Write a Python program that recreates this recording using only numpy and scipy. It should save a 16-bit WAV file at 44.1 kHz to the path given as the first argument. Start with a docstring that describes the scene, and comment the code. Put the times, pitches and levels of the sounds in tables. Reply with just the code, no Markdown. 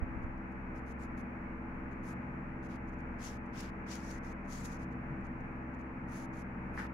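"""A nail file and then a foam buffer rasp over a toenail in short strokes, close to a two-port microphone:
clicking grit grains are shaped into body, rasp, grit and a moving ring, all following the pressure.
A fan in the tiled room gives blade tones and motor hum as sums of sines, and a rush of air as shaped noise.
A draught rumbles and puffs at the ports at the start; later come low thuds, and near the end a tool
is knocked down on a tray, where impacts and slips excite decaying modes."""
import sys
import numpy as np
from scipy import signal
from scipy.fft import rfft, irfft
from scipy.io import wavfile
from scipy.ndimage import uniform_filter1d

SR = 44100
rng = np.random.default_rng(int(sys.argv[2]) if len(sys.argv) > 2 else 0)


def to_wav(s):
    """Save 16-bit WAV."""
    ch = np.atleast_2d(s).T  # columns
    pcm = np.round(np.clip(ch, -1, 1) * 32767)  # PCM
    wavfile.write(sys.argv[1], SR, pcm.astype(np.int16))


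N = 305921  # length in samples


def amp(db):
    """Logarithmic level: converts decibels to an amplitude gain."""
    return 10 ** (np.asarray(db) / 20)


def evened(x):
    """Normalisation: scales a signal to rms 1."""
    return x / np.sqrt(np.mean(x ** 2) + 1e-20)


def read(points, hz):
    """Interpolation: reads a table on a log-frequency axis."""
    f, value = np.transpose(points)
    return np.interp(np.log(hz + 1), np.log(f + 1), value)


def coloured(x, spectrum):
    """Linear filtering: multiplies the spectrum of a signal by the gains of a table."""
    hz = np.fft.rfftfreq(N, 1 / SR)
    return irfft(rfft(x) * amp(read(spectrum, hz)), N)


def smoothed_noise(count, size):
    """Low-pass noise: two moving averages leave slow random swings of rms 1."""
    once = uniform_filter1d(rng.standard_normal(count), size=size)
    return evened(uniform_filter1d(once, size=size))


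def drift(top_hz):
    """Superposition: sines of random phase, up to top_hz, add to a slow wander of rms 1."""
    t = np.arange(0, N / SR + .01, .005)
    rates_hz = top_hz * np.geomspace(.05, 1, 16)
    slow = sum(np.sin(2 * np.pi * (f * t + rng.random())) for f in rates_hz)
    return np.interp(np.arange(N) / SR, t, evened(slow))


# Relative spectrum of the rush of air: (f/Hz, density level/dB)
RUSH_SPECTRUM = [(15, -9), (34, -10), (55, -4), (90, -5), (280, -6), (370, -12), (550, -12.5), (1000, -14),
                 (1500, -17), (2100, -17), (2500, -21), (2800, -30), (3100, -41), (3400, -48.5),
                 (3800, -73.5)]
# Room modes fed by the air: (f/Hz, width/Hz, level/dB)
ROOM_MODES = [(24.5, 3.3, -53), (48.6, 8, -63.5), (114.1, 9.1, -57), (130.3, 3.9, -62), (149.2, 4.1, -58.5),
              (183, 7.5, -56.5), (218.5, 11, -59), (234, 77, -62), (330, 22, -61.5), (472, 19, -68),
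              (665, 49, -67.5), (811, 71, -67)]
# Likeness of the two ports: (f/Hz, left-right correlation)
PORT_LIKENESS = [(30, .95), (90, .97), (180, .98), (330, .86), (500, .62), (800, .2), (1290, -.12),
                 (2380, -.04), (4400, 0)]
# Relative spectrum of the faint hiss: (f/Hz, density level/dB)
HISS_SPECTRUM = [(2500, -5.5), (3500, 2.5), (5000, 1), (6500, 1), (8000, -2), (10500, -7), (12000, -8.5),
                 (16000, -5)]
RUSH_DB, HISS_DB = -51, -84.5
RIPPLE_DB = 1.1  # rms depth of the random peaks and dips


def air():
    """Partial coherence: noise alike in both ports mainly in the bass, with room modes and hiss added in power."""
    hz = np.fft.rfftfreq(N, 1 / SR)
    a, b, c, d = rng.standard_normal((4, len(hz)))
    same = np.clip(read(PORT_LIKENESS, hz), -1, 1)
    left = a + 1j * b
    right = same * left + np.sqrt(1 - same ** 2) * (c + 1j * d)

    rush = amp(read(RUSH_SPECTRUM, hz)) * (hz < RUSH_SPECTRUM[-1][0])
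    power = amp(RUSH_DB) ** 2 * rush ** 2 / np.sum(rush ** 2)
    for f, width, db in ROOM_MODES:
        bump = 1 / (1 + (2 * (hz - f) / width) ** 4)
        power = power + amp(db) ** 2 * bump / bump.sum()
    # standing waves between the tiles leave random peaks and dips; doubled because amp acts on power here
    ripple = smoothed_noise(len(hz), 110)
    power = power * amp(2 * RIPPLE_DB * ripple * (hz > 350))

    hiss = amp(read(HISS_SPECTRUM, hz)) * (hz > HISS_SPECTRUM[0][0])
    power = power + amp(HISS_DB) ** 2 * hiss ** 2 / np.sum(hiss ** 2)
    noise = irfft(np.array([left, right]) * np.sqrt(power), N) * N / 2
    return noise * amp(0.5 * drift(3.))


# Rotation of the fan shaft: (t/s, turns per second)
SHAFT_SPEED = [(0, 21.74), (2.5, 21.78), (5, 21.73), (7, 21.67)]
# Blade tones, mostly multiples of the three blades: (multiple of the shaft rate)
BLADE_ORDERS = [3, 6, 9, 15, 18, 19, 21, 24, 27, 36, 39, 45]
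# Phase by which the left port leads, one for each blade tone: (phase/rad)
BLADE_LEADS = [.08, .04, .08, -.3, -.5, -.6, -1.15, -.9, -1.2, 1.2, 1.1, 1.3]
# Strength of each blade tone: (rms level/dB)
BLADE_LEVELS = [-51, -56, -52, -56, -70, -68.5, -63, -70.5, -65, -72.5, -69.5, -71]
LATE_ORDER, LATE_S, LATE_RISE_S = 42, 5.8, .25  # one blade tone grows late
EARLY_DB, LATE_DB = -72.5, -66
MOTOR_HZ = 240.2
MOTOR_DB, BELOW_DB, ABOVE_DB = -52, -64.5, -53.5  # motor hum and its sidebands, one shaft turn away
WAVER_DB = 1.5  # rms wander of each tone's level


def fan():
    """Harmonics and sidebands: blade tones are multiples of shaft speed, which also flanks the motor hum."""
    t = np.arange(N) / SR
    shaft = 2 * np.pi * np.cumsum(np.interp(t, *np.transpose(SHAFT_SPEED))) / SR
    motor = 2 * np.pi * MOTOR_HZ * t
    late_db = np.interp(t, [LATE_S, LATE_S + LATE_RISE_S], [EARLY_DB, LATE_DB])

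    tones = [(k * shaft, db, lead) for k, db, lead in zip(BLADE_ORDERS, BLADE_LEVELS, BLADE_LEADS)]
    tones += [(LATE_ORDER * shaft, late_db, 1.1)]
    tones += [(motor, MOTOR_DB, .3), (motor - shaft, BELOW_DB, .2), (motor + shaft, ABOVE_DB, -.25)]
    out = np.zeros((2, N))
    for angle, db, lead in tones:
        angle = angle + 2 * np.pi * rng.random()
        peak = np.sqrt(2) * amp(db + WAVER_DB * drift(4.))
        out += peak * np.sin([angle + lead / 2, angle - lead / 2])
    return out


# Relative spectrum of the air buffeting the ports: (f/Hz, density level/dB)
BUFFET_SPECTRUM = [(10, -9.5), (25, 6), (60, -6), (110, -20.5), (200, -50.5), (400, -130)]
DRAUGHT_DB, DRAUGHT_FALL_DB_PER_S, STILL_DB = -46, 20., -64  # dies down to a faint stir


def draught():
    """Turbulence: pressure fluctuations at the ports are low rumble, unrelated left and right."""
    rumble = evened(coloured(rng.standard_normal((2, N)), BUFFET_SPECTRUM))
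    dying = amp(DRAUGHT_DB - DRAUGHT_FALL_DB_PER_S * np.arange(N) / SR)
    return np.hypot(dying, amp(STILL_DB)) * rumble


def pressure_pushes(events):
    """Short tone burst: each push is a low sine that starts downward under a Hann window."""
    out = np.zeros((2, N))
    for s, db, hz, cycles, pan_db in events:
        u = np.arange(0, cycles / hz, 1 / SR)
        push = -amp(db) * np.sin(2 * np.pi * hz * u) * np.hanning(len(u))
        out[:, round(s * SR):][:, :len(u)] += amp([[pan_db / 2], [-pan_db / 2]]) * push
    return out


# Puffs of air, mainly on one port: (t/s, level/dB, f/Hz, cycles, left minus right/dB)
AIR_PUFFS = [(.0135, -32, 62, 2.1, -22), (.160, -43, 50, 1.3, 20), (.2385, -39, 85, 1.6, -22)]


def puffs():
    """Near-field pressure: a puff of air pushes mainly one port for one or two low cycles."""
    return pressure_pushes(AIR_PUFFS)


# Strokes: (end t/s, swell/s, easing/s, top pressure level/dB, pressure level at the end/dB,
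# dull body of the tool re rasp/dB, fine grit re rasp/dB, ring of the nail edge at top pressure f/Hz)
FILE_STROKES = [(.797, 0.041, .014, -75, -78, -6, -4, 6050), (.927, 0.062, .012, -72, -73, -8, -3, 6460),
                (1.06, 0.056, 0.023, -68, -77, -12, -4, 7000),
                (1.216, .02, 0.033, -72.5, -75, -8, -2.5, 6400),
                (2.138, 0.069, 0.046, -64, -74, -14, -1.5, 6500),
                (2.676, 0.047, .012, -71.5, -79, -7, -7, 5890),
                (2.771, .025, .058, -71.5, -80, 2.5, -7, 5900),
                (3.376, 0.078, 0.12, -52, -74, -10, -8.5, 5700),
                (3.702, 0.079, 0.1, -56, -74, -3, -10.5, 5440),
                (4.02, 0.073, 0.091, -50.5, -72, -8.5, -12.5, 5700),
                (4.189, 0.18, 0.077, -59.5, -70, -16, -8.5, 5900),
                (4.33, 0.029, .078, -67.5, -71, -8, -7, 5900),
                (4.64, 0.076, 0.1, -54.5, -63, -16, -7, 6700),
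                (4.7, 0.032, .044, -52.5, -73, -29, -4.5, 6200),
                (4.776, .085, 0.046, -61.5, -70, -18, -8, 5950),
                (4.847, 0.057, .014, -69, -76, -12, -7, 6150), (6.261, 0.1, 0.09, -63, -70, -11, -3, 6350),
                (6.35, .012, .014, -70, -76.5, -11, -10, 6580),
                (6.426, 0.08, .024, -68, -74, -11, -3, 6250), (6.78, 0.032, 0.02, -75, -77, -10, 1, 5900),
                (6.872, 0.028, 0.083, -63.5, -75, 2, -5.5, 5500)]
# Faint brushes that swell and stop: (end t/s, level/dB, length/s)
FAINT_BRUSHES = [(0.244, -79, 0.022), (.382, -79, .006), (.53, -80, .016), (1.073, -80, .012),
                 (1.935, -77.5, 0.024), (2.898, -76.5, 0.026), (2.945, -78.5, 0.022), (3.011, -77, 0.026),
                 (3.469, -80, .015), (4.464, -79, .02), (4.935, -77.5, 0.025), (5.215, -82, .008),
                 (5.272, -74.5, 0.031), (5.412, -79, .012), (5.753, -78, .019), (5.819, -77, 0.031)]
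# The tool snags on the nail edge: (t/s, level/dB, half length/s)
EDGE_SNAGS = [(1.036, -70, .003), (1.18, -74, .003), (2.69, -75, .003), (2.759, -70, .003),
              (3.608, -47.5, 0.0027), (3.955, -52, 0.0036), (4.041, -66, .003), (4.111, -59, 0.0075),
              (4.654, -53.5, 0.005), (4.73, -65, .005), (6.123, -65, 0.0037)]
# pressure swells from a light touch to a rounded top, then eases off
TOUCH_DB, RISE_BEND, FALL_BEND = -82, 1.66, 1
LANDING_S = 0.013  # the tool settles gently on the nail
BODY_LAG, GRIT_LAG = 0.39, .1  # share of a pressure change that body and grit do not follow
RING_REST_HZ = 6500  # the nail edge at rest
RING_RISE_HZ_PER_DB = 8.  # the ring rises as the pressure eases


def contact():
    """Contact pressure: sets layer levels and the ring's pitch; each stroke's rasp cuts off sharply at its end."""
    t = np.arange(N) / SR
    level = np.zeros((3, N))  # body, rasp, grit
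    ring_hz = np.full(N, RING_REST_HZ, float)
    for end, swell, easing, top_db, end_db, body_db, grit_db, hz in FILE_STROKES:
        touch = end - easing - swell
        on = slice(round(touch * SR), round(end * SR))
        rise = np.clip((t[on] - touch) / swell, 0, 1)
        fall = np.clip((t[on] - touch - swell) / easing, 0, 1)
        # decibels below the top pressure
        eased_db = (top_db - TOUCH_DB) * (1 - rise) ** RISE_BEND
        eased_db = eased_db + (top_db - end_db) * fall ** FALL_BEND
        layers_db = top_db + np.array([body_db - (1 - BODY_LAG) * eased_db,
                                       -eased_db,
                                       grit_db - (1 - GRIT_LAG) * eased_db])
        landing = np.clip((t[on] - touch) / LANDING_S, 0, 1)
        level[:, on] = np.hypot(level[:, on], amp(layers_db) * landing)
        ring_hz[on] = hz + RING_RISE_HZ_PER_DB * eased_db

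    brush_shares = amp([[-8.], [0], [-7.]])
    for end, db, length in FAINT_BRUSHES:
        on = slice(round((end - length) * SR), round(end * SR))
        level[:, on] += brush_shares * amp(db - 5.8 * (end - t[on]) / length)

    snag_shares = amp([[-9.], [0], [-4.]])
    for s, db, half in EDGE_SNAGS:
        on = slice(round((s - .03) * SR), round((s + .03) * SR))
        snag = amp(db) * np.exp(-((t[on] - s) / half) ** 2)
        level[:, on] = np.hypot(level[:, on], snag_shares * snag)
    return uniform_filter1d(level, size=60, axis=1), ring_hz


def resonate(x, hz, width_hz):
    """Heterodyning: shifts the curve hz down to zero, smooths twice and shifts back, a moving resonance."""
    turn = np.exp(2j * np.pi * np.cumsum(hz) / SR)
    r = np.exp(-np.pi * width_hz / SR)
    return (turn * signal.lfilter([1], np.convolve([1, -r], [1, -r]), x / turn)).real


# Relative spectrum of the dull body of the tool: (f/Hz, gain/dB)
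BODY_BAND = [(1800, -10.5), (2800, -5), (3800, -12), (4800, -9.5), (6000, -27.5)]
# Relative spectrum of the rasp: (f/Hz, gain/dB)
RASP_BAND = [(3000, -11.5), (4500, -2), (5500, 0), (7000, 2.5), (8500, -6), (10000, -42)]
# Relative spectrum of the fine grit: (f/Hz, gain/dB)
GRIT_BAND = [(7000, -35.5), (9000, 1.5), (12000, -3.5), (13500, -11), (15500, -8), (17000, -2)]
RASP_DB, RING_DB = -1.0, -9  # the rasp layer is this broad noise plus the ring
RING_WIDTH_HZ, RING_WANDER = 1400, .06  # width of each smoothing pass; wander as rms share of the pitch
GRAINS_PER_S, GRAIN_SPREAD_DB = 16000, 2.2


def filing(clump_db=1.0, shared=0.3):
    """Stochastic excitation: grit grains click on the nail in clumps; each port hears partly the same grains."""
    spread_db = GRAIN_SPREAD_DB * np.minimum(rng.exponential(1, (3, N)), 5)
    size = amp(spread_db) * rng.choice([-1., 1.], (3, N))
    grains = size * (rng.random((3, N)) < GRAINS_PER_S / SR)
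    shared = np.clip(shared, 0, 1)
    ports = shared * grains[0] + np.sqrt(1 - shared ** 2) * grains[1:]
    clumps = smoothed_noise(N, 90)

    level, ring_hz = contact()
    body, rasp, grit = (evened(coloured(ports, band)) for band in (BODY_BAND, RASP_BAND, GRIT_BAND))
    wandering_hz = ring_hz * (1 + RING_WANDER * drift(40.))
    ring = evened(resonate(ports, wandering_hz, RING_WIDTH_HZ))
    rasp = amp(RASP_DB) * rasp + amp(RING_DB) * ring
    return amp(clump_db * clumps) * (level[0] * body + level[1] * rasp + level[2] * grit)


# Dull thuds nearby: (t/s, level/dB, f/Hz, cycles, left minus right/dB)
DULL_THUDS = [(5.075, -39, 140, 12., 2), (5.17, -42, 195, 13., 0), (5.27, -43, 245, 22., 0)]


def thuds():
    """Low tone burst: each dull thud swells and fades over a dozen or more cycles."""
    return pressure_pushes(DULL_THUDS)


# Modes of the tray: (f/Hz, level/dB, 60 dB decay time/s)
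TRAY_MODES = [(800, -9, .012), (1150, -7, .008), (1500, -4, .008), (1800, -4, .01), (2200, -6, .006),
              (2650, -9, .005)]
# Chatter on the tray: (t/s, level/dB)
TRAY_CHATTER = [(6.779, -46), (6.80, -50), (6.845, -51.5), (6.87, -63)]
# Knock and bounces: (t/s, level/dB, left minus right/dB)
TRAY_KNOCKS = [(6.776, -33, 0), (6.7835, -38, 0), (6.7915, -37, 3), (6.7995, -36, 4)]
# Dull colour of the tray sound, little treble above 2.5 kHz: (f/Hz, gain/dB)
TRAY_COLOUR = [(2200, 0), (2800, -10), (3600, -20)]
RISE_S = .0004  # time constant of the soft contact


def tray(slips_per_s=5000.0):
    """Modal synthesis: knocks and random slips excite the decaying modes of the tray."""
    s, db = np.transpose(TRAY_CHATTER)
    t, u = np.arange(N) / SR, np.arange(4000) / SR
    ring = sum((-1) ** k * amp(mode_db - 60 * u / t60) * np.sin(2 * np.pi * hz * u)
               for k, (hz, mode_db, t60) in enumerate(TRAY_MODES))
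    ring = ring * (1 - np.exp(-u / RISE_S))  # a soft contact keeps the treble out

    slips = rng.standard_normal((2, N)) * (rng.random(N) < slips_per_s / SR)
    slips = slips * (t > s[0]) * (t < s[-1])
    drive = slips * amp(np.interp(t, s, db)) / np.sqrt(slips_per_s / SR * np.sum(ring ** 2))
    for at, knock_db, pan_db in TRAY_KNOCKS:
        ports_db = knock_db + np.array([pan_db, -pan_db]) / 2
        drive[:, round(at * SR)] += amp(ports_db) / abs(ring).max()
    return coloured(signal.oaconvolve(drive, ring[None], axes=1)[:, :N], TRAY_COLOUR)


def scene():
    """Superposition: the pressures of all sources add at the two ports."""
    return air() + fan() + draught() + puffs() + filing() + thuds() + tray()


# Cavity of the left port: (f/Hz, gain/dB)
LEFT_CAVITY = [(200, 0.25), (700, 1.3), (1300, 8), (3000, 2.5), (4500, 0.5), (6500, 3), (8500, -3),
               (10500, -6.5), (13000, -2.5), (15500, -3.5)]
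# Cavity of the right port: (f/Hz, gain/dB)
RIGHT_CAVITY = [(200, -0.9), (700, 1.33), (1300, 6), (3000, 2), (4500, -2.5), (6500, -7.5), (8500, -4.5),
                (10800, 7), (13000, -2.5), (15500, -2)]
EDGE_HZ = 15710  # upper band limit


def record(dry):
    """Frequency response: each port's cavity colours the sound, then a steep low-pass limits the band."""
    heard = np.array([coloured(dry[0], LEFT_CAVITY), coloured(dry[1], RIGHT_CAVITY)])
    low_pass = signal.firwin(2047, EDGE_HZ, window=("kaiser", 9), fs=SR)
    return signal.oaconvolve(heard, low_pass[None], "same")


dry = scene()
out = record(dry)
to_wav(out)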